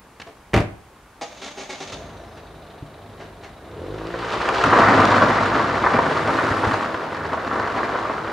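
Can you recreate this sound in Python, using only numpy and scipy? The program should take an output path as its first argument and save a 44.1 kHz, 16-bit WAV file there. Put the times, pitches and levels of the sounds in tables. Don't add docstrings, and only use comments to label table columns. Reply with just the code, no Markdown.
import sys
import numpy as np
from scipy import signal
from scipy.fft import rfft, irfft
from scipy.io import wavfile
from scipy.ndimage import uniform_filter1d, map_coordinates

SR = 44100
rng = np.random.default_rng(int(sys.argv[2]) if len(sys.argv) > 2 else 0)


def log_audio(samples):
    frames = np.atleast_2d(samples).T
    limited = np.clip(frames, -1, 1)
    pcm = np.round(limited * 32767).astype(np.int16)
    wavfile.write(sys.argv[1], SR, pcm)


N = 366912

# pitch_hz, level_db
FOREST_TONE = [(25, -12), (53, -1.5), (75, -7.5), (666, -13), (1050, -11), (3930, -29), (15500, -46)]
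# start_s, level_db, fade_s, extra_click_db
CLACKS = [(0.198, -37.5, 0.056, 5.5), (0.217, -43, 0.036, 11), (0.264, -37.5, 0.17, -8),
          (2.366, -46.5, 0.12, 4.5), (3.19, -36.5, 0.26, -5.5), (3.425, -41, 0.21, 2)]
# start_s, level_db, extra_boom_db
DOOR_HITS = [(0.534, -12, -20), (0.54, 0, -5), (0.563, -6, 5.5), (0.576, -7, 8.5), (0.603, -11, -2)]
# pitch_hz, level_db, fade_s
DOOR_NOTES = [(590, 3, 0.21), (787, 1, 0.17)]
# pitch_hz, level_db
SHELL_TONE = [(59, -43), (100, -3), (570, -13.5), (780, -16), (2090, -21), (15000, -57.5)]
# start_s, clatter_db, knock_db
CRANK_STROKES = [(1.415, -35.5, -35), (1.571, -34, -27.5), (1.692, -33, -29), (1.802, -35, -28),
                 (1.872, -37.5, -51), (1.92, -30.5, -41)]
# pitch_hz, level_db
STARTER_TONE = [(88, -55), (150, -6), (545, -7.5), (1330, -10), (3640, -13), (6700, -17.5), (14000, -50)]
# pitch_hz, width_hz, boost_db
CASE_PEAKS = [(716, 350, 5), (2250, 350, 4), (3600, 700, 4.5), (6150, 450, 6)]
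# start_s, level_db
GEAR_JOLTS = [(1.212, -20), (1.229, -24)]
# pitch_hz, level_db, fade_s
BLOCK_NOTES = [(380, 0, 0.13), (490, -4, 0.1), (680, -2, .08), (810, 2, 0.08)]
# time_s, firings_per_s
ENGINE_SPEED = [(3.64, 25.4), (3.93, 53), (4.5, 63), (4.85, 64), (5.25, 51.5), (5.6, 60), (6.3, 83),
                (7.1, 80), (7.6, 76), (8.05, 54)]
# time_s, boost_db
ENGINE_PULL = [(3.62, 8), (3.8, 20.5), (6.2, 20), (6.5, 9), (7, 10), (7.2, 19), (8.1, 15.5)]
# pitch_hz, level_db
EXHAUST_TONE = [(28, -22), (52, 0.5), (80, 3.5), (115, 1), (170, 5), (230, -11), (480, -10), (800, -35)]
# pitch_hz, level_db
INTAKE_TONE = [(230, -26), (340, -13.5), (800, -20), (4000, -47), (12000, -56)]
# pitch_hz, width_hz, boost_db
INTAKE_PEAKS = [(333, 45, 4.5), (483, 100, 6)]
# pitch_hz, level_db
IDLE_TONE = [(53, -39), (90, -1), (420, 1), (929, -5), (1520, -7.5), (15000, -74)]
# start_s, level_db, pitch_hz
BODY_THUMPS = [(2.825, -19, 137), (3.093, -29, 110), (6.514, -10, 130), (6.671, -12, 98)]
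# time_s, level_db
TYRE_WORK = [(3.9, -50.5), (4.12, -46), (4.32, -38.5), (4.58, -34.5), (4.85, -30.5), (5.75, -37.5),
             (6.4, -37.5), (6.74, -38.5), (6.98, -45.5), (7.27, -46), (7.7, -42.5), (8.32, -44.5)]
# start_s, length_s, boost_db
WHEEL_SLIPS = [(4.73, 0.29, 3), (5.21, .035, 4), (5.92, 0.08, 3.5), (7.55, 0.11, 2.5)]
# pitch_hz, level_db
CRUNCH_TONE = [(210, -15), (350, -4), (414, -5.5), (450, -0.5), (540, -3), (1000, -0.5), (1450, -2.5),
               (1910, -8), (2600, -22.5), (4800, -96)]
# pitch_hz, level_db
GRIT_TONE = [(1300, -13.5), (2400, -0.6), (3900, -5), (7000, -17.5), (11500, -36.5), (15500, -45)]
# pitch_hz, level_db
RUMBLE_TONE = [(35, -17), (75, -11), (105, 8), (195, 5.5), (270, 11), (400, -2.5), (800, -56)]
# start_s, peak_db
PEBBLE_SNAPS = [(4.0705, -24), (4.1899, -24), (4.3044, -18), (4.3236, -19), (4.4894, -8), (4.639, -8.5),
                (5.0533, -10), (5.075, -12)]
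# start_s, peak_db
STONE_HITS = [(4.141, -18), (4.486, -5.5), (4.638, -2), (4.727, 0.5), (4.876, -4), (5.122, -4.5),
              (5.234, -8), (5.386, -8), (5.596, -7.5), (5.838, -3), (5.862, -1), (5.987, -4.5), (6.292, -6),
              (6.387, -4.5), (6.634, -9), (6.712, -8.5), (6.845, -18), (7.373, -12), (7.512, -13),
              (7.793, -10.5), (7.951, -9), (8.097, -9)]
# pitch_hz, level_db
SAND_TONE = [(3000, -22), (5000, -6), (9000, -5), (15500, -25)]
# pitch_hz, fade_s
ECHO_FADES = [(600, 0.46), (10000, 0.25)]
# pitch_hz, level_db
SIDE_TONE = [(130, -29.5), (500, -16.5), (11000, -5.5)]
# pitch_hz, level_db
OVERALL_TONE = [(25, -14), (50, -2.5), (11000, -3.5), (14500, -11)]


def amp(db):
    return 10 ** (np.asarray(db) / 20)


def unit(x):
    return x / np.sqrt(np.mean(x ** 2) + 1e-20)


def fade(t, fade_s):
    return np.exp(-np.log(1000) * t / fade_s)


def at_pitch(table, hz):
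    pitches, values = np.transpose(table)
    return np.interp(np.log(hz + 1), np.log(pitches + 1), values)


def over_time(table):
    return np.interp(np.arange(N) / SR, *np.transpose(table))


def ramp(start_s, rise_s):
    return np.clip((np.arange(N) / SR - start_s) / rise_s, 0, 1)


def held(start_s, rise_s, hold_s, fade_s):
    return ramp(start_s, rise_s) * fade(np.maximum(np.arange(N) / SR - start_s - hold_s, 0), fade_s)


def wobble(rate):
    values = rng.standard_normal(int(N * rate / SR) + 4)
    steps = np.arange(0, N + 16, 16)
    return np.interp(np.arange(N), steps, map_coordinates(values, [steps * rate / SR]))


def add(track, start_s, sound):
    part = track[max(round(start_s * SR), 0):][:len(sound)]
    part += sound[:len(part)]


def colour(x, tone, peaks=(), size=8192):
    hz = np.fft.rfftfreq(size, 1 / SR)
    boosts = sum(db / (1 + (2 * (hz - pitch) / width) ** 2) for pitch, width, db in peaks)
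    cepstrum = irfft(np.log(amp(at_pitch(tone, hz) + boosts)))[:size // 2]
    cepstrum[0] = 0
    response = irfft(np.exp(rfft(2 * cepstrum, size)))
    return signal.fftconvolve(x, response / np.linalg.norm(response))[:len(x)]


def hiss(tone, peaks=()):
    return colour(rng.standard_normal(N), tone, peaks)


def struck(notes, t, spread_db, detune):
    return sum(amp(db + rng.normal(0, spread_db)) * fade(t, fade_s)
               * np.sin(2 * np.pi * hz * rng.normal(1, detune) * t) for hz, db, fade_s in notes)


def distance(leave_s=3.65, start_m=8.5, accel_m_per_s2=1.06):
    moving_s = np.maximum(np.arange(N) / SR - leave_s, 0)
    return 1 + .5 * accel_m_per_s2 * moving_s ** 2 / start_m


def forest():
    return amp(-46.5) * hiss(FOREST_TONE) * amp(0.089 * wobble(8.6))


def loose_parts():
    rub, click, t = np.zeros(N), np.zeros(N), np.arange(SR // 3) / SR
    for start_s, db, fade_s, click_db in CLACKS:
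        swell = fade(t, fade_s) * (1 - np.exp(-t / (0.42 * fade_s ** 2)))
        swell /= swell.max()
        add(rub, start_s, amp(db) * swell)
        add(click, start_s, amp(db + click_db) * swell)
    hollow = hiss([(60, -28), (250, -12), (800, -10), (4000, -67)])
    bright = hiss([(600, -4.5), (1600, 6), (6500, -12.5), (14000, -45)]) * amp(2 * wobble(500))
    return rub * hollow + click * bright


def door_slam(cabin_hz=(50, 75, 118, 165.5, 261.4)):
    rattle, body, t = np.zeros(N), np.zeros(N), np.arange(SR // 2) / SR
    for start_s, db, boom_db in DOOR_HITS:
        burst = rng.standard_normal(len(t)) * (fade(t, 0.15) + 1.85 * fade(t, 0.015))
        add(rattle, start_s, amp(db - 9) * burst)
        ring = struck(DOOR_NOTES, t, spread_db=1.8, detune=0.02)
        boom = sum(np.sin(2 * np.pi * hz * rng.normal(1, 0.033) * t) for hz in cabin_hz) * fade(t, 0.14)
        add(body, start_s, amp(db - 19.5) * ring + amp(db + boom_db - 16) * boom)
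    return colour(rattle, SHELL_TONE) + body


def starter(engage_s=1.211, release_s=1.937, teeth_per_s=306):
    gaps_s = np.diff([row[0] for row in CRANK_STROKES] + [release_s])
    strokes = [amp(db) * held(start_s, rise_s=.003, hold_s=.42 * gap_s, fade_s=0.14)
               for (start_s, db, _), gap_s in zip(CRANK_STROKES, gaps_s)]
    load = sum(strokes)
    tooth_count = np.cumsum(teeth_per_s * (1 - .16 * load / load.max()) * (1 + .03 * wobble(45))) / SR
    teeth = unit(np.diff(np.floor(tooth_count), prepend=0) * amp(1.2 * wobble(300)))
    scrape = 1.4 * rng.standard_normal(N)
    clatter = unit((teeth + scrape) * amp(1.5 * wobble(130)))
    clash = amp(-27) * held(engage_s, rise_s=.003, hold_s=0.0098, fade_s=0.13)
    motor = amp(-41.5) * held(engage_s, rise_s=.003, hold_s=release_s - engage_s, fade_s=1)
    out = np.zeros(N)
    for loudness in strokes + [clash, motor]:
        peaks = [(hz * rng.normal(1, .025), width, db + rng.normal(0, 3)) for hz, width, db in CASE_PEAKS]
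        add(out, 0, colour((loudness * clatter)[:3 * SR], STARTER_TONE, peaks))
    return out


def block_knocks():
    out, t = np.zeros(N), np.arange(SR // 4) / SR
    jolts = [(start_s, db, BLOCK_NOTES[1:]) for start_s, db in GEAR_JOLTS]
    strokes = [(start_s, db, BLOCK_NOTES) for start_s, _, db in CRANK_STROKES]
    for start_s, db, notes in jolts + strokes:
        ring = struck(notes, t, spread_db=1.2, detune=0.023)
        add(out, start_s, amp(db) * ring * (1 - np.exp(-t / 0.0027)))
    return out


def exhaust(firing_hz, firings):
    return sum(amp(at_pitch(EXHAUST_TONE, k * firing_hz) - 1.86 * k + 2.5 * wobble(35))
               * np.sin(2 * np.pi * (k * firings + rng.random())) for k in range(1, 12))


def intake(firings, chuff, uneven_db):
    gulps = unit(np.diff(np.floor(firings), prepend=np.floor(firings[0])) * amp(uneven_db))
    rush = .55 * chuff * rng.standard_normal(N)
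    return unit(colour(uniform_filter1d(gulps, size=32) + rush, INTAKE_TONE, INTAKE_PEAKS))


def injectors(firings, uneven_db):
    cycle = (firings + .05 * wobble(30)) % 1
    ticks = unit((.03 + cycle * np.exp(-cycle / .22) * 2) * amp(uneven_db + .5 * wobble(60)))
    swell = amp(4 * held(start_s=2.61, rise_s=.003, hold_s=.11, fade_s=0.14))
    tone = [(600, -25), (1700, -4), (4000, -8), (5200, -19), (10000, -36)]
    return ticks * swell * hiss(tone, [(3850, 800, 6)])


def engine(catch_s=1.78, flare_s=0.22, loud_firing_s=3.014):
    running, pedal = ramp(catch_s, rise_s=0.19), ramp(start_s=3.614, rise_s=0.21)
    age = np.maximum(np.arange(N) / SR - catch_s, 0) / flare_s
    flare = (age * np.exp(1 - age)) ** 2
    firing_hz = running * over_time(ENGINE_SPEED) + 3.31 * flare
    firings = np.cumsum(firing_hz * (1 + 0.01207 * wobble(20))) / SR
    firings -= firings[round(loud_firing_s * SR)]
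    uneven_db = 1.5 * np.cos(np.pi * np.floor(firings))
    chuff = unit(2 + np.exp(-(firings % 1) / 0.48))
    pipe = exhaust(firing_hz, firings)
    growl = np.sqrt(pedal) * intake(firings, chuff, uneven_db)
    idle = np.sqrt(1 - pedal) * chuff * hiss(IDLE_TONE, [(700, 220, 6.5)])
    ticks = amp(-13.5 - 7.5 * pedal) * injectors(firings, uneven_db)
    pipe_gain = amp(-56 + 7.5 * flare + over_time(ENGINE_PULL)) / distance() ** .5
    front_gain = amp(-42.5 + 5 * flare + 11 * pedal) / distance()
    return running * (pipe_gain * pipe + front_gain * (idle + growl + ticks))


def starter_spin_down(start_s=2.0, whine_hz=7100, fall_s=1.0, ring_hz=6150):
    out, t = np.zeros(N), np.arange(SR) / SR
    whine = np.sin(2 * np.pi * np.cumsum(whine_hz * np.exp(-t / fall_s)) / SR) * wobble(420)[:SR]
    ring = np.sin(2 * np.pi * ring_hz * t) * wobble(300)[:SR]
    add(out, start_s, fade(t, 3) * (amp(-51.5) * np.sin(np.pi * t) * whine + amp(-59) * ring))
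    return out


def body_thumps():
    out, t = np.zeros(N), np.arange(SR // 5) / SR
    for start_s, db, hz in BODY_THUMPS:
        notes = np.sin(2 * np.pi * hz * t) + 0.43 * np.sin(2 * np.pi * 2.06 * hz * t)
        add(out, start_s, amp(db) * fade(t, 0.067) * (1 - np.exp(-t / 0.00059)) * notes)
    return out


def pebbles(low_hz, high_hz, ring_cycles, spread_db, count, samples):
    when, pitch, softness = rng.random((count, 3)).T[:, :, None]
    hz = low_hz * (high_hz / low_hz) ** pitch
    cycles = hz * np.arange(samples) / SR
    gain = hz * amp(-spread_db * np.log(np.maximum(softness, .01)))
    clicks = gain * np.sin(2 * np.pi * cycles) * np.exp(-cycles / ring_cycles)
    places = (when * N).astype(int) + np.arange(samples)
    return unit(np.bincount(places.ravel(), clicks.ravel(), N)[:N])


def gravel(trickle_s=.006, body_boom_hz=103):
    when, weight = rng.random((2, 650))
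    landings = np.bincount((when * N).astype(int), weight ** 2, N)
    handfuls = signal.lfilter([1], [1, -np.exp(-1 / (trickle_s * SR))], landings)
    clumps = np.sqrt(1 + 3 * handfuls) * amp(.9 * wobble(35) + .5 * wobble(130))
    coarse = pebbles(334, 3100, ring_cycles=1.9, spread_db=0.95, count=14000, samples=200)
    coarse = unit(coarse + rng.standard_normal(N))
    fine = pebbles(1730, 16700, ring_cycles=0.99, spread_db=0.33, count=24000, samples=80)
    fine = unit(fine + rng.standard_normal(N))
    crunch = colour(unit(coarse * clumps), CRUNCH_TONE)
    grit = colour(unit(fine * clumps ** 0.85), GRIT_TONE)
    rumble = unit(hiss(RUMBLE_TONE, [(body_boom_hz, 17, 3)]) * clumps ** 0.79 * amp(1.4 * wobble(25)))
    work = amp(over_time(TYRE_WORK)) * ramp(start_s=3.61, rise_s=0.57)
    bite = ramp(start_s=4.62, rise_s=0.062)
    slip_db = sum(db * held(start_s, 0.0085, length_s, 0.054) for start_s, length_s, db in WHEEL_SLIPS)
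    digging = amp(8.5 + 3.5 * bite + slip_db)
    crunch *= distance() ** 0.29
    rumble *= amp(-1.6) * (0.33 + 0.67 * bite) / distance() ** 0.24
    return work * (amp(3.5) * grit + digging * (crunch + rumble))


def stones(liner_hz=1050):
    out, t = np.zeros(N), np.arange(SR // 10) / SR
    for start_s, db in STONE_HITS:
        blow = rng.standard_normal(len(t)) * np.sqrt(t) * fade(t, .05)
        hit = colour(blow, CRUNCH_TONE, [(liner_hz * rng.lognormal(0, 0.26), 490, 6)])
        add(out, start_s - .002, amp(db) * hit / np.abs(hit).max())
    for start_s, db in PEBBLE_SNAPS:
        crack = colour(rng.standard_normal(len(t)) * fade(t, .014), GRIT_TONE)
        add(out, start_s, amp(db) * crack / np.abs(crack).max())
    return out


def sand_spray():
    swell = held(start_s=5.8, rise_s=0.55, hold_s=0.92, fade_s=1)
    return amp(-52.5) * swell * unit(hiss(SAND_TONE) * amp(1.9 * wobble(900)))


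def tree_echo(x):
    hz, t, noise = signal.stft(rng.standard_normal(SR // 2), SR, nperseg=256)
    tail = signal.istft(noise * fade(t, at_pitch(ECHO_FADES, hz)[:, None]), SR, nperseg=256)[1]
    return signal.fftconvolve(x, tail / np.linalg.norm(tail))[:N]


def scene():
    car = door_slam() + loose_parts() + body_thumps()
    car += starter() + block_knocks() + starter_spin_down() + engine()
    car += gravel() + sand_spray() + stones()
    middle = car + amp(-10.5) * tree_echo(car) + forest()
    side_gain = amp(at_pitch(SIDE_TONE, np.fft.rfftfreq(N, 1 / SR)))
    side = irfft(rfft(tree_echo(middle)) * side_gain, N)
    return np.array([middle + side, middle - side]) + amp(-56) * rng.standard_normal((2, N))


def record(dry):
    rounded = dry / (1 + np.abs(dry / .95) ** 8) ** (1 / 8)
    hz = np.fft.rfftfreq(N, 1 / SR)
    return irfft(rfft(rounded) * amp(at_pitch(OVERALL_TONE, hz)) * (hz > 20) * (hz < 15730), N)


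dry = scene()
out = record(dry)
log_audio(out)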